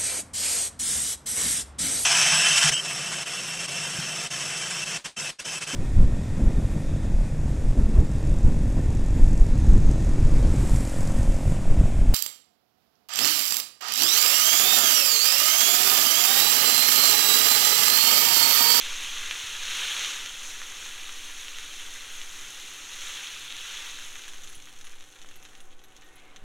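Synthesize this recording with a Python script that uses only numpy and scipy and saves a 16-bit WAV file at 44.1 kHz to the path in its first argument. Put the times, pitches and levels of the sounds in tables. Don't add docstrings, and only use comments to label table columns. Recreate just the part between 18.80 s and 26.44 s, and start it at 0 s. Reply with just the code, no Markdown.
import sys
import numpy as np
from scipy import signal
from scipy.fft import rfft, irfft, next_fast_len
from scipy.io import wavfile
from scipy.ndimage import uniform_filter1d, map_coordinates

SR = 44100
rng = np.random.default_rng(int(sys.argv[2]) if len(sys.argv) > 2 else 0)


def gain_from_db(level_db):
    decades = np.asarray(level_db, float) / 20
    return 10 ** decades


def master(y):
    cut = np.clip(np.atleast_2d(y).T, -1, 1)
    pcm = np.round(cut * 32767)
    wavfile.write(sys.argv[1], SR, pcm.astype(np.int16))


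N = 336914


def unit(x):
    return x / np.sqrt(np.mean(x ** 2) + 1e-20)


def along(points, hz):
    f, v = np.transpose(points)
    return np.interp(np.log(hz + .1), np.log(f + .1), v)


def curves(rows, at):
    s, *cols = np.transpose(rows)
    return [np.interp(at, s, c) for c in cols]


def wobble(rate):
    knots = rng.standard_normal(int(N * 200 / SR))
    return map_coordinates(knots, [np.arange(N) * min(rate, 190) / SR], order=2)


def noise(gain):
    m = next_fast_len(N)
    spectrum = rfft(rng.standard_normal(m)) * gain(np.fft.rfftfreq(m, 1 / SR))
    return unit(irfft(spectrum, m)[:N])


def impulse(gain):
    size = 16384
    cepstrum = irfft(np.log(gain(np.fft.rfftfreq(size, 1 / SR)) + 1e-6))
    cepstrum[1:size // 2] *= 2
    cepstrum[size // 2 + 1:] = 0
    return irfft(np.exp(rfft(cepstrum)))[:size // 8]


# pitch_hz, density_db (per Hz)
PLATE_COLOUR = [(300, -26.5), (500, -11), (700, -22.5), (850, -10.5), (1400, -1), (2500, 1), (3500, 3.5),
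                (4250, -4), (4750, -13), (6300, 0.5), (7000, -4.5), (7900, -13), (11300, -16.5),
                (12600, -24), (15800, -25.5)]


def plate_gain(hz):
    return gain_from_db(along(PLATE_COLOUR, hz))


def plate_band(edges):
    lo, hi = edges

    def gain(hz):
        return plate_gain(hz) / np.sqrt((1 + (lo / (hz + 1)) ** 16) * (1 + (hz / hi) ** 16))
    return impulse(gain)


def bubbles(cycles):
    draws = rng.random((9000, 3))
    t = np.arange(384) / SR
    hz = 700 + 14500 * draws[:, 1:2] ** 1.5
    size = -np.log(draws[:, 2:] + 0.12) * np.sqrt(hz)
    rings = size * np.sin(2 * np.pi * hz * t * (1 + 8 * t)) * np.exp(-t * hz / cycles)
    place = (draws[:, :1] * N).astype(int) + np.arange(len(t))
    return unit(np.bincount(place.ravel(), rings.ravel())[:N])


# start_s, vigour_db, fineness_db
FRYING = [(0, -37.5, -2), (.8, -38, -3.5), (.97, -32.5, -4.5), (1.27, -33, -2.5), (1.5, -43.5, -1),
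          (1.7, -44.5, 2.2), (2.3, -45, 0.2), (4.05, -46.5, 2.3), (4.32, -41, 0), (4.7, -43, -6),
          (4.98, -39.5, -5.5), (5.2, -46, 2), (5.9, -56, 2.5), (6.1, -55.5, 0.1), (6.75, -64.5, 7),
          (6.98, -75, 8), (7.15, -62, -5), (7.64, -66, -8)]
# low_hz, high_hz
BANDS = [
    (200, 2400),
    (2400, 4800),
    (4800, 8000),
    (8000, 17000),
]
# calm_level_db, growth_with_vigour (dB per dB), growth_with_fineness (dB per dB)
BAND_LEVELS = [
    (-50.5, 0.98, 0.35),
    (-45.5, 0.95, 0.019),
    (-48.5, 0.99, 0.65),
    (-53.5, 0.71, 0.4),
]
# start_s, spread_db
SIZE_SPREAD = [(0, 2.5), (5, 2.5), (5.8, 4), (7.64, 5)]
# centre_s, extra_fineness_db
FLARES = [
    (.55, 1.5),
    (1.67, 5),
    (2.07, 3),
    (2.62, 2.5),
    (3.4, 1),
    (4.86, 2),
    (5.72, 4),
    (6.05, 1.5),
]


def crackle():
    t = np.arange(N) / SR
    draws = rng.random((30000, 7))
    s = draws[:, 0] * (N - 1) / SR
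    place = (s * SR).astype(int)
    spread_db, = curves(SIZE_SPREAD, s)
    polarity = np.sign(draws[:, 2] - .5)
    size = gain_from_db(-spread_db * np.log(draws[:, 1] + .004)) * polarity
    clump = gain_from_db(0.28 * wobble(14) + 0.11 * wobble(45) + 0.067 * wobble(120))

    vigour_db, fine_db = curves(FRYING, t)
    flare_s, steak_calm_db = 0.049, -45
    for at, db in FLARES:
        fine_db = fine_db + db * np.exp(-((t - at) / flare_s) ** 2)

    rings = .5 * bubbles(cycles=4.0)
    wet = np.interp(t, [5, 6], [1, .45])
    out = np.zeros(N)
    for k, (edges, (calm_db, grows, fines)) in enumerate(zip(BANDS, BAND_LEVELS)):
        brightness = gain_from_db(10.3 * (draws[:, 3 + k] - .5))
        bursts = np.bincount(place, size * brightness, N)
        power = uniform_filter1d(uniform_filter1d(bursts ** 2, SR // 4), SR // 4)
        bursts /= np.sqrt(np.abs(power) + 1e-12)
        steam = 1.4 * wet * rng.standard_normal(N)
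        band = signal.oaconvolve(bursts + rings + steam, plate_band(edges))[:N]
        level_db = calm_db + grows * (vigour_db - steak_calm_db) + fines * fine_db
        level_db = level_db + 0.21 * wobble(40) + 0.38 * wobble(6)
        out += gain_from_db(level_db) * clump * wet ** 0.073 * unit(band)
    return out


# pitch_hz, density_db (per Hz)
ROOM_COLOUR = [(26, -30), (45, -13), (75, -19), (170, -23), (250, -17), (510, -18), (665, -24), (755, -16),
               (880, -22), (1310, -21), (3640, -28), (4730, -40), (6650, -33), (15800, -56)]
# start_s, level_db
ROOM_LEVEL = [(0.0, -59.5), (1.17, -57), (1.53, -59), (6.49, -61.5), (7.64, -60)]
# pitch_hz, level_db (rms)
HUM = [
    (120, -73),
    (297, -73),
    (372, -76),
    (512, -78),
    (757, -82),
    (1497, -74),
]
# pitch_hz, density_db (per Hz)
AIR_COLOUR = [(1, -61), (3, -6.5), (5, 6), (8, 8), (14, -18.5), (23, -16.5), (27, -17), (31, -33),
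              (60, -72)]


def background():
    t = np.arange(N) / SR
    level_db, = curves(ROOM_LEVEL, t)
    room = gain_from_db(level_db + 1.5 + 0.9 * wobble(2.985)) * noise(lambda hz: gain_from_db(along(ROOM_COLOUR, hz)))
    hum = np.zeros(N)
    for hz, db in HUM:
        level = gain_from_db(db + 3 + 1.5 * wobble(5))
        hum += level * np.sin(2 * np.pi * hz * t + .7 * wobble(5))
    air = gain_from_db(-42.0) * np.tanh(20 * t) * noise(lambda hz: gain_from_db(along(AIR_COLOUR, hz)))
    return room + hum + air


CRACK_LEAD = 64


def crack(edges):
    lo, hi = edges
    whole = np.roll(impulse(plate_gain), CRACK_LEAD)
    hz = np.fft.rfftfreq(len(whole), 1 / SR)
    band = irfft(rfft(whole) / ((1 + (lo / (hz + 1)) ** 12) * (1 + (hz / hi) ** 12)))
    return band / np.abs(signal.hilbert(band)).max()


# start_s, peak_db, dull_db, crisp_db (both parts over the peak)
MEAT_SPITS = [(0.012, -9, -25, -31), (0.51, -7, -20, -23), (0.6234, -28, -24, -15), (1.2092, -14, -20, -22),
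              (1.2464, -8, -24, -24), (1.4598, -13.5, -22, -19), (1.4934, -25, -19, -13),
              (1.8163, -26, -5, -26), (1.9205, -28, -8, -21), (2.0617, -26, -9, -13),
              (2.2924, -23, -11, -20), (2.682, -16, -21, -21), (2.7851, -17.5, -17, -15.5),
              (2.8594, -35, -20, -12), (3, -28, -16, -17), (3.2184, -26, -27, -13), (3.415, -17, -26, -20),
              (4.0174, -28, -18, -19), (4.1206, -27, -13, -20), (4.2701, -23, -14, -11),
              (4.372, -30, -16, -15), (4.471, -16, -31, -19), (4.7047, -16, -29, -22),
              (4.7235, -16, -25, -21), (4.766, -23.5, -16, -8), (4.927, -30, -26, -23),
              (5.1864, -31, -7, -15)]
# start_s, peak_db, dull_db, crisp_db (both parts over the peak)
PLATE_SPITS = [(5.3548, -25, -12, -16), (5.3924, -27, -13, -13), (5.453, -30, -10, -23),
               (5.4789, -28, -13, -21), (5.6735, -26, -22, -12), (5.7279, -33, -19, -16),
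               (5.7997, -30, -23, -19), (5.872, -33, -11, -15), (6.0112, -30.5, -18, -9.5),
               (6.0438, -31, -15, -13), (6.0691, -30, -15, -12), (6.097, -41, -16, -17),
               (6.1342, -38, -8, -20), (6.2073, -31, -17, -15), (6.3609, -38, -18, -19),
               (6.4157, -28.5, -22, -14), (6.4457, -48, -14, -16), (6.4878, -35, -17, -8),
               (6.5111, -32.5, -14, -15), (6.5562, -33, -17, -15), (6.6262, -34, -18, -11),
               (6.6508, -27.5, -17.5, -16), (6.6882, -36, -23, -14), (6.7315, -38, -17, -17),
               (6.751, -29, -20.5, -18), (6.8034, -33.5, -18, -14), (7.0382, -36, -16, -12),
               (7.1644, -36, -21, -8), (7.22, -33.5, -15, -17), (7.5609, -29, -17, -13.5)]
# gurgle_db over dull, body_db over peak, fizz_db and spray_db over crisp
SPIT_TRIM_DB = [7, -7, 5.5, -2]
# gurgle_db, body_db, fizz_db, spray_db
PATTER_DB = [6.5, 13, 11, 9.9]
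PATTER_S, PATTER_COUNT, PATTER_SCATTER_DB = (5.32, 7.45), 90, 4


def drops():
    s, peak_db, dull_db, crisp_db = np.transpose(list(MEAT_SPITS) + list(PLATE_SPITS))
    parts_db = np.c_[dull_db, 0 * s, crisp_db, crisp_db]
    lag_s = .001
    large = np.c_[s + lag_s, peak_db[:, None] + parts_db + SPIT_TRIM_DB]

    at = rng.uniform(*PATTER_S, PATTER_COUNT)
    scatter_db = PATTER_SCATTER_DB * rng.standard_normal((PATTER_COUNT, len(BANDS)))
    vigour_db = np.maximum(curves(FRYING, at)[0], -64)
    small = np.c_[at, vigour_db[:, None] + PATTER_DB + scatter_db]
    return np.r_[large, small]


# delay_s, level_db
ECHOES = [(.0017, -11), (.0028, -14), (.0054, -9), (.0064, -14), (.0108, -12)]


def spits():
    t = np.arange(SR // 20) / SR
    delay_s, echo_db = np.transpose(ECHOES)
    shelter_db = -9
    trains = np.zeros((len(BANDS), N + SR))
    for s, *band_db in drops():
        splinters = rng.uniform(-1, 1, len(t)) * (rng.random(len(t)) < .12)
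        answer = .26 * gain_from_db(-60 * t / .07) * splinters
        spot = rng.normal(0, 1, (2, len(ECHOES)))
        echo_at = (SR * delay_s * (1 + .04 * spot[0])).astype(int)
        answer[echo_at] = gain_from_db(echo_db + 2.5 * spot[1])
        answer = answer * gain_from_db(shelter_db * (s < PATTER_S[0]))
        answer[0] = 1
        trains[:, round(s * SR):][:, :len(t)] += gain_from_db(np.array(band_db))[:, None] * answer
    out = np.zeros(N)
    for train, edges in zip(trains, BANDS):
        out += signal.oaconvolve(train, crack(edges))[CRACK_LEAD:CRACK_LEAD + N]
    return gain_from_db(-2.5) * out


# start_s, level_db, pitch_hz
BUMPS = [
    (.64, -45, 90),
    (3.27, -51, 60),
    (5.77, -43.5, 110),
    (6.4465, -33, 1400),
    (7.625, -42, 60),
]


def bumps():
    t, out = np.arange(SR // 8) / SR, np.zeros(N + SR)
    for s, db, hz in BUMPS:
        out[round(s * SR):][:len(t)] += gain_from_db(db) * np.sin(2 * np.pi * hz * t) * np.exp(-t * hz / .7)
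    return out[:N]


# start_s, peak_db, pitch_hz, t60_s
SQUEAKS = [(5.6331, -42, 11800, 0.064), (5.6885, -32, 10300, 0.06), (5.7476, -31, 10100, 0.08),
           (6.0442, -34, 10300, 0.065), (6.0691, -45, 10700, 0.098), (6.5565, -35, 11600, 0.057),
           (6.6308, -43, 11400, 0.08), (6.802, -39, 9760, 0.08), (6.8623, -59, 9530, 0.08),
           (7.036, -43, 11600, 0.08), (7.2399, -48, 12600, 0.074), (7.2789, -51, 10600, 0.08),
           (7.3317, -54, 10300, 0.08), (7.355, -38, 10900, 0.055)]


def squeaks():
    t, out = np.arange(SR // 8) / SR, np.zeros(N + SR)
    for s, db, hz, t60 in SQUEAKS:
        roughness = np.cumsum(rng.normal(0, .3, len(t)))
        tone = np.sin(2 * np.pi * hz * (t - .9 * t ** 2) + roughness)
        attack = 1 - np.exp(-t / .004)
        out[round(s * SR):][:len(t)] += gain_from_db(db - 8.5 - 60 * t / max(t60, .005)) * attack * tone
    return out[:N]


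# start_s, length_s, level_db (rms), pitch_hz, width_hz
WHINES = [
    (6.5, .16, -68, 2650, 40),
    (7.2, .17, -66, 1850, 12),
    (7.3, .23, -67, 2150, 40),
    (7.3, .27, -65, 2500, 500),
    (7.48, .08, -68, 1150, 150),
    (6.4, 1.3, -75, 757, 25),
]


def whines():
    t, out = np.arange(N) / SR, np.zeros(N)
    for s, length, db, hz, width_hz in WHINES:
        swell = np.abs(np.sin(np.pi * np.clip((t - s) / length, 0, 1))) ** .5
        vent = swell * noise(lambda f: 1 / (1 + ((f - hz) / width_hz) ** 2))
        out += gain_from_db(db) * unit(vent) * np.sqrt(length * SR / N)
    return out


# pitch_hz, t60_s
WALL_DECAY = [(500, 0.35), (3000, 0.095), (12000, 0.033)]


def walls(x):
    hz, t, z = signal.stft(rng.standard_normal(SR // 3), SR, nperseg=256)
    decay = gain_from_db(-60 * t / along(WALL_DECAY, hz)[:, None])
    tail = signal.istft(z * decay, SR, nperseg=256)[1]
    return signal.fftconvolve(np.pad(x, (60, 0)), tail / np.linalg.norm(tail))[:N]


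def scene():
    fry = crackle()
    pops = spits() + squeaks()
    answer = walls(gain_from_db(-12) * fry + gain_from_db(-11) * pops)
    mono = fry + pops + answer + bumps() + whines() + background()
    return np.array([mono, mono])


def roll_off(x):
    return signal.sosfilt(signal.butter(12, 16430, fs=SR, output="sos"), x)


def record(dry):
    m, top_hz = next_fast_len(N), 15830
    passed = np.fft.rfftfreq(m, 1 / SR) < top_hz
    kept = irfft(rfft(dry, m) * passed, m)[:, :N]
    return roll_off(kept)


dry = scene()
out = record(dry)
master(out)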